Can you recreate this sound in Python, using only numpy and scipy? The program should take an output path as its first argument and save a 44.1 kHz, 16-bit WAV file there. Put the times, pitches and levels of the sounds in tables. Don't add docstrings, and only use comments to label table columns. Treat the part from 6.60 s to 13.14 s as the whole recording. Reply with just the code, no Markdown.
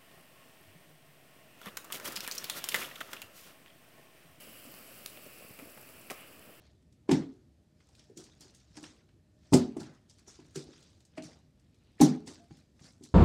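import sys
import numpy as np
from scipy import signal
from scipy.fft import rfft, irfft
from scipy.io import wavfile
from scipy.ndimage import uniform_filter1d

SR = 44100
rng = np.random.default_rng(int(sys.argv[2]) if len(sys.argv) > 2 else 0)


def store_wav(level_fs):
    pcm = np.round(np.clip(np.atleast_2d(level_fs), -1, 1) * 32767)
    wavfile.write(sys.argv[1], SR, pcm.T.astype(np.int16))


def makeup_ratio(level_db):
    decades = np.asarray(level_db, float) / 20
    return 10 ** decades


N = 288414

# (frequency [Hz], level per Hz [dB])
HUSH_COLOUR = [(26, -32.5), (45, 4), (92, 0), (291, -9), (525, -21), (760, -26), (948, -32), (2530, -34),
               (2860, -35), (3940, -34.5), (9320, -39.5), (13100, -44.5), (16000, -60)]
HUSH_DB = -64
# (frequency [Hz], width [Hz], level [dB])
HOUSE_TONES = [(610, 19, -82), (1815, 60, -91)]
TONE_TOPS_S = [.06, 1.45, 2.85, 3.43, 5.8]
TONE_SWELL_S, TONE_REST_DB = 1.6, -9
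# (frequency [Hz], level [dB], time to fade by 60 dB [s])
ROOM_MODES = [(70, -19, 0.49), (97, -13.5, 0.42), (111.6, -11.5, 0.42), (146.5, 4, 0.29),
              (170.2, 1.5, 0.15), (222.2, -5.5, 0.35), (251.6, 0.5, 0.22), (305.7, -9.5, 0.37),
              (335.8, -10, 0.21), (368.2, -3.5, 0.22), (420.3, -10, 0.27), (488.4, -17.5, 0.32)]
# (frequency [Hz], time to fade by 60 dB [s])
ROOM_FADE = [(200, 0.37), (600, 0.43), (1500, 0.11), (4000, 0.29), (8000, 0.14), (14000, 0.16)]
# (frequency [Hz], level [dB], time to fade by 60 dB [s])
WALL_MODES = [(615, -10.5, 0.073), (729.3, -4, 0.089), (830.4, -3.5, 0.093), (932, -6.5, 0.053),
              (1052, -8.5, 0.069), (1170, -14, 0.043)]
# (frequency [Hz], level [dB])
MICROPHONE = [(20, -43.5), (40, -10), (70, 1), (8500, 0.5), (11000, -4.5), (13500, -8), (15800, -6),
              (16150, -11.5), (16400, -69)]

# (time of the top [s], fizz level [dB], rise per 60 dB [s], fall per 60 dB [s], centre [Hz])
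RUSTLES = [(0.07, -69, 3, .35, 3950), (4.562, -68, .25, .1, 3500), (.72, -75, 0, 0.7, 4700),
           (1.22, -76, -0.3, 3, 4950), (1.392, -68.5, .5, 0.7, 5000), (2.156, -68, 0.43, 0.44, 4850),
           (2.201, -61, .31, .31, 5000), (2.86, -69.5, 0.36, 1.1, 4800), (3.87, -77, 2, 2, 4900),
           (4.17, -63, 1.5, 1.08, 4700), (5.32, -74.5, 2, 1.5, 3500), (5.919, -67, .14, .6, 4950),
           (5.99, -70, .7, .22, 4450), (6.261, -56, 0.25, .3, 5500), (6.52, -72, 1, -3, 5900)]
RUSTLE_SLOSH_DB, RUSTLE_SCUFF_DB = -7, 1.5
# (time [s], fizz level [dB], time to fade by 60 dB [s],
# slosh over fizz [dB], carpet scuff over fizz [dB])
SPLASHES = [(0.513, -40.5, 0.29, 0.5, 9), (1.576, -53.5, 0.68, -12, -3), (1.811, -56.5, 0.58, -9.5, -1.5),
            (1.946, -65.5, 0.68, -13, -12), (2.172, -51, .12, -5, 3), (2.236, -54.5, 0.5, -5.5, 0.5),
            (2.942, -31.5, 0.24, -5.5, 9.5), (3.05, -66, .5, 4, 7), (5.53, -66, .5, 4, 7),
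            (3.199, -55, .48, 0, 5), (3.172, -64, 0.42, 3, 5), (3.5, -63.5, 0.32, -11.5, -10),
            (3.59, -65.5, .28, -3, -10), (3.68, -54.5, 0.55, -6.5, -5), (3.959, -45.5, 0.36, -11, -3.5),
            (4.578, -55, .11, -3, 6), (4.64, -51.5, 0.4, -7, 4), (5.421, -30.5, 0.25, -5, 7),
            (5.675, -49, 0.38, -7, 0.5), (6.436, -55, .22, -17, -8)]
SPLASH_RISE_S, LOW_LINGER = 0.047, 1.23
FRESH_HZ, SETTLED_HZ, SETTLE_S = 5900, 4500, .07
CRACKLES_PER_S, CRACKLE_DB, CRACKLE_SPREAD_DB = 90, -2, 2.4
CRACKLE_T60_S, CRACKLE_CAP_DB = .013, -62
SHUDDER_DB, SHUDDER_T60_S, SHUDDER_OCTAVES = -16, 0.29, .36

# (time [s], peak level [dB])
TICKS = [(0.2239, -64), (0.3252, -56), (1.2885, -56), (1.3508, -51), (1.4404, -57), (1.497, -62),
         (3.3478, -58.5), (3.9069, -56.5), (4.1914, -58), (4.3006, -58), (4.368, -62), (4.4042, -53.5),
         (4.9964, -59), (5.1441, -60.5), (5.8411, -57), (5.97, -53)]
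TICK_HZ, TICK_T60_S, TICK_OCTAVES = 4700, 0.026, 1.35
# (time [s], peak level [dB], centre [Hz])
CRACKS = [(0.5168, -22.5, 4100), (1.3933, -45, 4000), (1.5733, -34, 6450), (1.5993, -51, 5200),
          (1.6395, -42, 5500), (1.8075, -40.5, 6700), (1.8156, -45.5, 4400), (1.9476, -45.5, 6100),
          (2.0013, -55, 5150), (2.1687, -42, 4500), (2.2288, -40.5, 5200), (2.9265, -28, 6700),
          (2.9376, -14.5, 6550), (3.203, -39, 6450), (3.2308, -43, 3520), (3.497, -46.5, 5330),
          (3.5838, -53, 5300), (3.679, -44, 6480), (3.9587, -29.5, 5160), (4.2264, -47.5, 4800),
          (4.4513, -49.5, 6280), (4.6228, -39.5, 4200), (5.4097, -17.5, 6400), (5.4137, -14.5, 6200),
          (5.6723, -38, 3870), (6.2417, -48, 5220), (6.4368, -39, 5970)]
CRACK_T60_S, CRACK_OCTAVES = 0.025, 0.88
# (time [s], peak level [dB])
TAPS = [(0.4925, -30), (0.5126, -27), (1.2042, -55), (2.2397, -37.5), (2.4897, -59), (2.9335, -21.5),
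        (3.1684, -47.5), (3.7985, -53.5), (3.8496, -61), (4.1341, -50), (4.581, -43), (5.4017, -29),
        (5.907, -54.5), (6.1928, -53)]
TAP_HZ, TAP_T60_S, TAP_OCTAVES = 1950, .03, 1.25
# (time [s], peak level [dB], centre [Hz], time to fade by 60 dB [s], spread [octaves])
SPITS = [(2.934, -21, 4300, 0.024, 0.88), (5.415, -17.5, 9500, .02, 0.74), (3.168, -44, 8500, 0.021, 0.57),
         (.516, -29, 8600, .018, .55), (.477, -57, 570, .19, .85), (.488, -48, 2400, .051, 1.4),
         (5.381, -57, 1900, .09, .4), (5.395, -48.5, 910, .11, 1.4), (4.572, -48, 1600, .04, .9),
         (4.578, -39, 2350, .035, .3), (3.961, -48, 2300, .1, .5)]

# (time [s], peak level [dB], boom [Hz], wall knock [dB])
GRABS = [(1.291, -57, 130, -6), (1.499, -41, 415, -30), (1.57, -36.5, 368, -40), (1.805, -48.5, 298, -14),
         (1.853, -51, 338, -20), (2.173, -40, 312, -8), (2.229, -41.5, 304, -15), (3.676, -47.5, 391, -13),
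         (3.791, -42, 351, -17.5), (3.959, -26, 380, -33), (4.089, -43, 357, -27), (4.58, -33, 295, -12),
         (4.615, -40, 290, -19.5), (6.213, -44, 236, -21), (6.411, -39, 300, -26)]
GRAB_T60_S, GRAB_ROOM_DB = 0.049, -7
# (time [s], peak level [dB], boom [Hz], time to fade by 60 dB [s])
THUMPS = [(2.935, -20.5, 93, .13), (5.412, -15, 797, .051), (4.576, -34.5, 640, 0.069),
          (4.579, -40, 2550, .03), (.516, -32, 920, .04), (2.946, -17, 376, .19), (3.168, -37, 654, 0.027),
          (5.419, -8.5, 210, .062), (3.18, -31, 230, .05), (.52, -22.5, 150, 0.14), (2.944, -15, 145, .17),
          (5.43, -19, 166, .14), (3.972, -38, 153, .14), (4.652, -39, 158, .11), (5.8, -58, 690, .2)]
THUMP_KNOCK_DB = -41
THUMP_ROOM_DB, THUMP_ROOM_DB_PER_OCTAVE = -14.5, -11
# (time [s], peak level [dB], boom [Hz], boom time to fade by 60 dB [s], wall knock [dB])
LANDINGS = [(0.492, -13, 330, .05, -15), (0.512, -14, 300, .07, -13), (0.526, -10, 265, .09, -27),
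            (2.924, -13.5, 283, 0.045, -17.5), (2.932, -12, 350, .05, -8), (2.941, -8, 250, .09, -20),
            (3.167, -23, 330, .04, -20), (3.211, -28, 153.4, 0.054, -21), (5.404, -12.5, 346, 0.074, -16),
            (5.413, -7, 270, .06, -17), (5.426, -3.5, 274, 0.048, -34), (5.674, -32, 347, .02, -20),
            (5.779, -48, 276, .04, -15), (5.914, -40, 150, .08, -30), (5.908, -43, 311, .06, -16)]
LANDING_ROOM_DB = -10


def evened(x):
    return x / np.sqrt(np.mean(x ** 2) + 1e-20)


def read(points, hz):
    f, value = np.transpose(points)
    return np.interp(np.log(hz + 1), np.log(f + 1), value)


def add(mix, s, sound):
    part = mix[round(s * SR):][:len(sound)]
    part += sound[:len(part)]


def coloured(x, db_of):
    gain = makeup_ratio(db_of(np.fft.rfftfreq(len(x), 1 / SR)))
    return irfft(rfft(x) * gain, len(x))


def hump_db(f, hz, spread):
    return -6 * np.minimum((np.log2((f + 1) / hz) / spread) ** 2, 12)


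def band_round(noise, hz, spread):
    return evened(coloured(noise, lambda f: hump_db(f, hz, spread)))


def swells(t, s, db, rise_s, fall_s):
    since = t - s
    below_top = np.where(since < 0, -since / abs(rise_s), since / abs(fall_s))
    return makeup_ratio(2 * (db - 60 * below_top))


def ring(modes, t, weights):
    hz, db, t60 = np.transpose(modes)[:, :, None]
    return (weights[:, None] * makeup_ratio(db - 60 * t / t60) * np.sin(2 * np.pi * hz * t)).sum(0)


def house_tones():
    noise = rng.standard_normal((len(HOUSE_TONES), N))
    tops = np.array(TONE_TOPS_S)[:, None]
    power = swells(np.arange(N) / SR, tops, 0, TONE_SWELL_S, TONE_SWELL_S).sum(0)
    come_and_go = np.sqrt(makeup_ratio(2 * TONE_REST_DB) + power)
    tones = sum(makeup_ratio(db) * band_round(z, hz, width / hz) for (hz, width, db), z in zip(HOUSE_TONES, noise))
    return come_and_go * tones


def hush():
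    frames, hz = N // 256 + 5, np.fft.rfftfreq(1024, 1 / SR)[:, None]
    a, b, patches = rng.standard_normal((frames, 513, 3)).T
    patches = evened(uniform_filter1d(uniform_filter1d(patches, 10, 0), 16, 1))
    treble_lift = 6.4 * np.clip((hz - 9500) / 3500, 0, 1)
    top_drop = 9 * np.clip((hz - 14200) / 700, 0, 2)
    z = (a + 1j * b) * makeup_ratio(read(HUSH_COLOUR, hz) + treble_lift - top_drop + patches)
    return makeup_ratio(HUSH_DB) * evened(signal.istft(z, nperseg=1024, noverlap=768)[1][:N])


def room(x):
    taps = np.zeros(SR)
    start = np.arange(200, SR - 20, 20)
    taps[start + rng.integers(0, 20, len(start))] = rng.choice([-1., 1.], len(start))
    hz, t, z = signal.stft(taps, SR, nperseg=256)
    fade = makeup_ratio(-60 * t / read(ROOM_FADE, hz)[:, None])
    tail = signal.istft(z * fade, SR, nperseg=256)[1]
    tail[:180] = 0
    return signal.fftconvolve(x, tail / np.linalg.norm(tail))[:N]


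def diffuse(x):
    hz, t, z = signal.stft(x, SR, nperseg=256, noverlap=192)
    power = uniform_filter1d(abs(z) ** 2, 5, 0)
    keep = makeup_ratio(-120 * 64 / SR / read(ROOM_FADE, hz))
    held = np.array([signal.lfilter([0, 0, 0, 1 - k], [1, -k], p) for k, p in zip(keep, power)])
    a, b = rng.standard_normal((len(t), len(hz), 2)).T
    return signal.istft(np.sqrt(held) * (a + 1j * b), SR, nperseg=256, noverlap=192)[1][:N]


def motion(t):
    s, db, t60, slosh_db, scuff_db = np.transpose(SPLASHES)[:, :, None]
    top, soft_db, rise_s, fall_s, hz = np.transpose(RUSTLES)[:, :, None]
    thrown = swells(t, s, db, SPLASH_RISE_S, t60)
    low = swells(t, s, db, SPLASH_RISE_S, t60 * LOW_LINGER)
    soft = swells(t, top, soft_db, rise_s, fall_s)
    sinking_hz = SETTLED_HZ + (FRESH_HZ - SETTLED_HZ) * np.exp(-np.maximum(t - s, 0) / SETTLE_S)
    fizz = thrown.sum(0) + soft.sum(0) + 1e-30
    slosh = (low * makeup_ratio(2 * slosh_db)).sum(0) + soft.sum(0) * makeup_ratio(2 * RUSTLE_SLOSH_DB)
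    scuff = (low * makeup_ratio(2 * scuff_db)).sum(0) + soft.sum(0) * makeup_ratio(2 * RUSTLE_SCUFF_DB)
    centre_hz = ((thrown * sinking_hz).sum(0) + (soft * hz).sum(0)) / fizz
    return np.sqrt(fizz), np.sqrt(slosh), np.sqrt(scuff), centre_hz


def stirred_water():
    size = makeup_ratio(2.4 * np.minimum(rng.exponential(1, N), 4))
    bubbles = size * (rng.random(N) < 1800 / SR) * rng.standard_normal(N)
    grains = evened(bubbles) + 1.16 * rng.standard_normal(N)
    hz, t, z = signal.stft(grains, SR, nperseg=256, noverlap=192)
    fizz, slosh, scuff, centre_hz = motion(t)
    fizz = fizz * makeup_ratio(hump_db(hz[:, None], centre_hz, 0.6) + 5.5)
    slosh = slosh * makeup_ratio(hump_db(hz[:, None], 1300, 0.87) + 9.0)
    scuff = scuff * makeup_ratio(hump_db(hz[:, None], 480, 0.51) + 9.0)
    patches = rng.standard_normal((len(t), len(hz))).T
    patches = evened(uniform_filter1d(uniform_filter1d(patches, 3, 0), 14, 1))
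    z = z * (fizz + slosh + scuff) * makeup_ratio(-6.0 + 3.7 * patches)
    return signal.istft(z, SR, nperseg=256, noverlap=192)[1][:N]


def crackle():
    t, at = np.arange(1024) / SR, np.arange(0, N, 64)
    size = makeup_ratio(CRACKLE_SPREAD_DB * np.minimum(rng.exponential(1, N), 3))
    size = size * (rng.random(N) < CRACKLES_PER_S / SR)
    strength = np.minimum(motion(at / SR)[0], makeup_ratio(CRACKLE_CAP_DB))
    size = size * np.interp(np.arange(N), at, strength)
    kind, noise = rng.integers(0, 8, N), rng.standard_normal((8, len(t)))
    out = np.zeros(N)
    for k, hz in enumerate(np.geomspace(1600, 7500, 8)):
        click = makeup_ratio(CRACKLE_DB - 60 * t / CRACKLE_T60_S) * band_round(noise[k], hz, .8)
        out += signal.oaconvolve(size * (kind == k), click)[:N]
    return out


def shudder():
    out, t = np.zeros(N), np.arange(SR // 2) / SR
    for s, db, hz in [row[:3] for row in LANDINGS + GRABS]:
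        fade = makeup_ratio(db + SHUDDER_DB - 60 * t / SHUDDER_T60_S)
        rise = 1 - np.exp(-t / .008)
        shake = band_round(rng.standard_normal(len(t)), .9 * hz, SHUDDER_OCTAVES)
        add(out, s, fade * rise * shake)
    return out


def snap_rows():
    taps = [(*row, TAP_HZ, TAP_T60_S, TAP_OCTAVES) for row in TAPS]
    cracks = [(*row, CRACK_T60_S, CRACK_OCTAVES) for row in CRACKS]
    ticks = [(*row, TICK_HZ, TICK_T60_S, TICK_OCTAVES) for row in TICKS]
    return taps + cracks + ticks + SPITS


def snaps():
    out, t = np.zeros(N), np.arange(4096) / SR
    rise = 1 - np.exp(-(t / 0.0024) ** 2)
    for s, db, hz, t60, spread in snap_rows():
        dull_db = np.clip(0.2 * (db + 22.5), -8, 0)
        noise = rng.standard_normal(len(t))
        noise = coloured(noise, lambda f: dull_db * np.log2(np.maximum(f / 8200, 1)))
        add(out, s - .0015, makeup_ratio(db - 3 - 60 * t / abs(t60)) * rise * band_round(noise, hz, spread))
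    return out


def blow_rows():
    landings = [(*row, LANDING_ROOM_DB) for row in LANDINGS]
    grabs = [(s, db, hz, GRAB_T60_S, knock_db, GRAB_ROOM_DB) for s, db, hz, knock_db in GRABS]
    thumps = []
    for row in THUMPS:
        octaves_up = max(np.log2(row[2] / 200), 0)
        thumps.append((*row, THUMP_KNOCK_DB, THUMP_ROOM_DB + THUMP_ROOM_DB_PER_OCTAVE * octaves_up))
    return landings + grabs + thumps


def blows():
    out, t = np.zeros(N), np.arange(SR // 2) / SR
    room_hz = np.transpose(ROOM_MODES)[0]
    for s, db, hz, t60, knock_db, room_db in blow_rows():
        u, v = rng.standard_normal((2, len(ROOM_MODES + WALL_MODES)))
        weights = np.sign(u) * makeup_ratio(3 * v)
        boom = makeup_ratio(-60 * t / abs(t60)) * np.sin(2 * np.pi * hz * t) * (1 - np.exp(-(t / 0.0031) ** 2))
        near = makeup_ratio(-8.5 * abs(np.log2(room_hz / hz))) * weights[:len(room_hz)]
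        modes = ring(ROOM_MODES, t, near) * (1 - np.exp(-t / 0.0029))
        knock = ring(WALL_MODES, t * (1 + .04 * u[0]), weights[len(room_hz):])
        knock = knock * (1 - np.exp(-(t / 0.0027) ** 2))
        add(out, s - .0022, makeup_ratio(db) * (boom + makeup_ratio(room_db - 6.0) * modes + makeup_ratio(knock_db - 2.5) * knock))
    return out


def scene():
    background = hush() + house_tones()
    water, high, low = stirred_water(), snaps(), blows()
    wet = room(makeup_ratio(-11.5) * low) + diffuse(makeup_ratio(-0.5) * high + makeup_ratio(-10) * water)
    return (background + wet + water + crackle() + shudder() + high + low)[None]


def band_limit(x):
    return signal.sosfilt(signal.butter(12, 16180, fs=SR, output="sos"), x)


def record(dry):
    heard = coloured(dry[0], lambda f: read(MICROPHONE, f))[None]
    return band_limit(heard)


dry = scene()
out = record(dry)
store_wav(out)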